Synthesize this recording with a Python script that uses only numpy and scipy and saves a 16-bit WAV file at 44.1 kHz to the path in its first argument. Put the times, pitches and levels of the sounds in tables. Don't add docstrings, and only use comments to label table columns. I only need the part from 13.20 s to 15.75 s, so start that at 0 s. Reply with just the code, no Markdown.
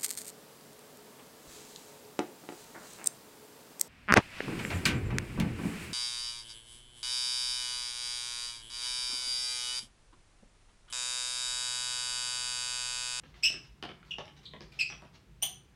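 import sys
import numpy as np
from scipy import signal
from scipy.fft import rfft, irfft, next_fast_len
from scipy.io import wavfile
from scipy.ndimage import map_coordinates

SR = 44100
rng = np.random.default_rng(int(sys.argv[2]) if len(sys.argv) > 2 else 0)


def file_out(sig):
    cols = np.atleast_2d(sig).T
    lim = np.clip(cols, -1, 1)
    pcm = np.round(lim * 32767).astype(np.int16)
    wavfile.write(sys.argv[1], SR, pcm)


N = 112455

# start_s, length_s, pitch_hz, glide (share of pitch),
# roughness (0-1), harmonic_1_db to harmonic_5_db, rasp_db
SQUEAK_EVENTS = [ (0.2255, 0.016, 2770, 0.028, 0.8, -68, -49.5, -64, -102, -90, -53),
                 (0.2331, 0.021, 2609, 0.074, 0.31, -27, -26, -38.5, -53.5, -55.5, -43.5),
                 (.249, 0.019, 2905, -0.083, 0.45, -28, -37.5, -61, -61, -60, -42),
                 (0.9079, 0.014, 2835, -0.14, 0.16, -36, -58.5, -83, -93, -90, -77),
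                 (.909, 0.0089, 3340, -0.079, 0.51, -42.5, -68.5, -89, -84, -100, -57),
                 (1.252, 0.0173, 3653, -0.24, 1, -50, -76.5, -95, -100, -100, -70.5),
                 (1.259, 0.0042, 4210, 0.028, 0.79, -44, -80, -94, -100, -100, -76),
                 (1.52, 0.01, 2434, 0.013, 0.72, -60, -64, -80, -82, -81, -66),
                 (1.589, 0.006, 2520, 0.079, 1, -35, -44.5, -62, -75.5, -69, -51.5),
                 (1.595, 0.024, 2593, -0.0834, 0.36, -28.5, -41.5, -51.5, -67, -69, -48.5),
                 (1.6027, 0.0138, 2300, 0.021, 0.89, -43.5, -36, -53, -75, -79, -51),
                 (1.689, 0.031, 5770, -0.06, 0.22, -52.5, -89.5, -84, -97, -90, -72),
                 (2.219, 0.0045, 2950, -0.072, 0.8, -49, -47.5, -69, -83, -91, -57),
                 (2.2236, .012, 3015, 0.037, 0.1, -38, -35, -30, -40, -44, -44),
                 (2.229, 0.01, 3230, 0.061, 0.47, -31.5, -39.5, -53.5, -48.5, -63, -41), ]
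# frequency_hz, level_db
RASP_SPECTRUM = [(200, -13.5), (700, -19.5), (1400, -8), (2300, 4.5), (3300, 6.5), (6000, -8), (8500, -9),
                 (12000, -24), (15500, -21)]
# start_s, thud_db, knock_db, slap_db,
# click_db, tick_db (the five noise bands, low to high), pop_hz, pop_db (hollow pop of the sole)
TAP_EVENTS = [ (.036, -56, -55.5, -50.5, -67, -82, 470, -49.5),
              (0.142, -79.5, -82.5, -52.5, -70, -88, 1170, -52),
              (0.302, -45.5, -50.5, -44.5, -40.5, -55, 623, -44),
              (.341, -44.5, -61, -41.5, -66, -81, 573, -48),
              (.626, -37.5, -42.5, -35, -42.5, -60, 3026, -28.5),
              (.638, -45, -41.5, -41.5, -74, -90, 684, -38.5),
              (.690, -41, -48.5, -40.5, -58, -71, 340, -64),
              (.829, -73.5, -72, -55, -70.5, -90, 1390, -48.5),
              (0.984, -41, -39, -38, -43.5, -74.5, 844, -35), (0.9907, -48, -62, -48, -52.5, -86, 587, -35),
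              (1.055, -69, -58, -53.5, -54, -70, 780, -60), (1.079, -54, -74, -47.5, -60, -85, 690, -77),
              (1.3357, -40, -44.5, -42.5, -71, -84, 297, -40.5),
              (1.4071, -43, -52.5, -48, -47, -78, 362, -39),
              (1.700, -51, -53.5, -42.5, -66, -80, 844, -42.5),
              (1.723, -53, -49.5, -41.5, -69, -84, 158, -54),
              (1.821, -49, -47.5, -53.5, -61, -69, 600, -53.5),
              (1.853, -66, -59.5, -56, -69, -84.5, 709, -56), (2.226, -54, -44, -51, -58, -77.5, 753, -37),
              ]
# low_hz, high_hz
TAP_BANDS = [(140, 450), (550, 1200), (1200, 3500), (3400, 6000), (6000, 11000)]
TAP_DECAYS = [0.021, 0.061, 0.02, 0.0042, 0.013]
# start_s, length_s, level_db
SCUFF_EVENTS = [(0.037, 0.077, -73.5), (.141, 0.062, -65), (.44, 0.016, -65.5), (.85, 0.14, -70.5),
                (1.164, 0.018, -64), (1.23, 0.015, -61), (1.415, 0.015, -58.5), (1.516, 0.11, -66),
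                (1.93, 0.035, -65)]
# frequency_hz, level_db
BRUSH_SPECTRUM = [(200, -12), (700, 7), (1500, 4), (4000, 7), (6500, -3), (9000, -18.5), (15000, -23)]
# start_s, level_db
FOOTFALL_EVENTS = [(0.117, -51), (0.234, -49.5), (0.471, -50), (1.425, -50.5)]
# frequency_hz, level_db
RUMBLE_SPECTRUM = [(20, -39.5), (31, -29), (40, -7), (52, 1.5), (75, 0.5), (100, -2), (150, 3.5), (180, -1),
                   (230, -10), (300, -12.5), (370, -9), (500, -17.5), (900, -45)]
# frequency_hz, level_db
HISS_SPECTRUM = [(100, -18.5), (400, -15), (800, -7.5), (1500, -9), (2500, -10.5), (5000, -18), (9000, -23),
                 (15500, -36)]
# frequency_hz, t60_s
ROOM_DECAY = [(150, 0.67), (400, 0.22), (1000, 0.41), (2700, 0.33), (5500, 0.35), (9000, 0.28),
              (12000, 0.23), (15000, 0.15)]

JITTER, FLUTTER_DB, JITTER_PER_S = 0.083, 3.5, 871
RISE_S, RELEASE_S = 0.0014, 0.0017
POP_T60_S, POP_REF_HZ, TAP_GAIN_DB = 0.032, 600, -7.5
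SHAKE_HZ, SHAKE_S = 51.4, 0.09
RUMBLE_DB, RUMBLE_SWAY_DB, HISS_DB = -60, 1, -70.5
HUM_HZ, HUM_DB, HUM_SWAY_DB = 49.6, -68.5, 2.5
WALL_S, BUILD_S = 0.003, 0.0035
EARLY_DB, EARLY_S = -1, 0.028
SQUEAK_WET_DB, TAP_WET_DB, SCUFF_WET_DB = -3, -2, 4
TOP_HZ = 15900


def squeaks():
    out, n = np.zeros(N), SR // 10
    t = np.arange(n) / SR
    for start, length, hz, glide, rough, *harmonics_db, rasp_db in SQUEAK_EVENTS:
        sweep = glide * (np.minimum(t / length, 1) - 0.5)
        pitch = hz * (1 + sweep + JITTER * rough * wobble(JITTER_PER_S, n))
        phase = 2 * np.pi * np.cumsum(pitch) / SR
        tone = np.zeros(n)
        for k, db in enumerate(harmonics_db, 1):
            if k * hz < SR / 2:
                tone += amp(db) * np.sqrt(2) * np.sin(k * phase)
        release = np.clip((length - t) / RELEASE_S + 0.5, 0, 1)
        grip = np.minimum(t / RISE_S, 1) * release
        grip *= amp(FLUTTER_DB * rough * wobble(JITTER_PER_S, n))
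        rasp = amp(rasp_db) * noise(RASP_SPECTRUM, n)
        add(out, start, room(grip * (tone + rasp), SQUEAK_WET_DB))
    return out


def taps():
    out, t = np.zeros(N), np.arange(SR // 10) / SR
    bands = [signal.butter(4, edges, "bandpass", fs=SR, output="sos") for edges in TAP_BANDS]
    for start, *levels_db, pop_hz, pop_db in TAP_EVENTS:
        pop_t60 = POP_T60_S / np.sqrt(pop_hz / POP_REF_HZ)
        pop_decay = np.exp(-np.log(1000) * t / pop_t60)
        blow = amp(pop_db) * 2 * np.sin(2 * np.pi * pop_hz * t) * pop_decay
        for band, t60, db in zip(bands, TAP_DECAYS, levels_db):
            burst = signal.sosfilt(band, rng.standard_normal(len(t)) * amp(-60 * t / t60))
            blow += amp(db) * burst / np.std(burst[:SR // 100])
        add(out, start, room(blow * amp(TAP_GAIN_DB), TAP_WET_DB))
    return out


def scuffs():
    out, n = np.zeros(N), SR // 10
    t = np.arange(n) / SR
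    for start, length, db in SCUFF_EVENTS:
        fade = np.sqrt(np.clip(1 - t / length, 0, 1))
        swell = np.minimum(t / RISE_S, 1) * fade
        grain = amp(db + 3 * wobble(200, n))
        add(out, start, room(grain * swell * noise(BRUSH_SPECTRUM, n), SCUFF_WET_DB))
    return out


def footfalls():
    out, t = np.zeros(N), np.arange(int(SHAKE_S * SR)) / SR
    for start, db in FOOTFALL_EVENTS:
        envelope = np.sin(np.pi * t / SHAKE_S)
        add(out, start, amp(db) * envelope * np.sin(2 * np.pi * SHAKE_HZ * t))
    return out


def background():
    rumble_gain = amp(RUMBLE_DB + RUMBLE_SWAY_DB * wobble(7.63, N))
    rumble = rumble_gain * noise(RUMBLE_SPECTRUM, N)
    phase = 2 * np.pi * HUM_HZ * np.arange(N) / SR + wobble(12, N)
    hum_gain = amp(HUM_DB + HUM_SWAY_DB * wobble(7.96, N))
    hum = hum_gain * np.sqrt(2) * np.sin(phase)
    return rumble + hum + amp(HISS_DB) * noise(HISS_SPECTRUM, N)


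def room(x, wet_db):
    hz, t, z = signal.stft(rng.standard_normal(SR), SR, nperseg=256)
    decay = amp(-60 * t / along(ROOM_DECAY, hz)[:, None])
    tail = signal.istft(z * decay, SR, nperseg=256)[1]
    tail *= np.clip((np.arange(len(tail)) / SR - WALL_S) / BUILD_S, 0, 1)
    where, strength = rng.random(size=10), rng.standard_normal(size=10)
    echo_index = ((WALL_S + EARLY_S * where) * SR).astype(int)
    walls = np.bincount(echo_index, strength, len(tail))
    early = amp(EARLY_DB) * walls / np.linalg.norm(walls)
    response = amp(wet_db) * (tail / np.linalg.norm(tail) + early)
    response[0] += 1
    wet = signal.fftconvolve(x, response)
    return wet * np.linalg.norm(x) / np.linalg.norm(wet) * np.linalg.norm(response)


def noise(spectrum, size):
    weights = amp(along(spectrum, np.fft.rfftfreq(size, 1 / SR)))
    return unit(irfft(rfft(rng.standard_normal(size)) * weights, size))


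def wobble(rate, size):
    return map_coordinates(rng.standard_normal(512), [np.arange(size) * rate / SR], mode="wrap")


def along(points, hz):
    f, v = np.transpose(points)
    return np.interp(np.log(hz + 1), np.log(f + 1), v)


def amp(db):
    return 10 ** (np.asarray(db) / 20)


def unit(x):
    return x / np.sqrt(np.mean(x ** 2) + 1e-20)


def add(track, start, x):
    part = track[max(round(start * SR), 0):][:len(x)]
    part += x[:len(part)]


def scene():
    return (squeaks() + taps() + scuffs() + footfalls() + background())[None]


def record(dry):
    m = next_fast_len(N + SR // 2)
    passed = np.fft.rfftfreq(m, 1 / SR) < TOP_HZ
    return irfft(rfft(dry, m) * passed, m)[..., :N]


dry = scene()
out = record(dry)
file_out(out)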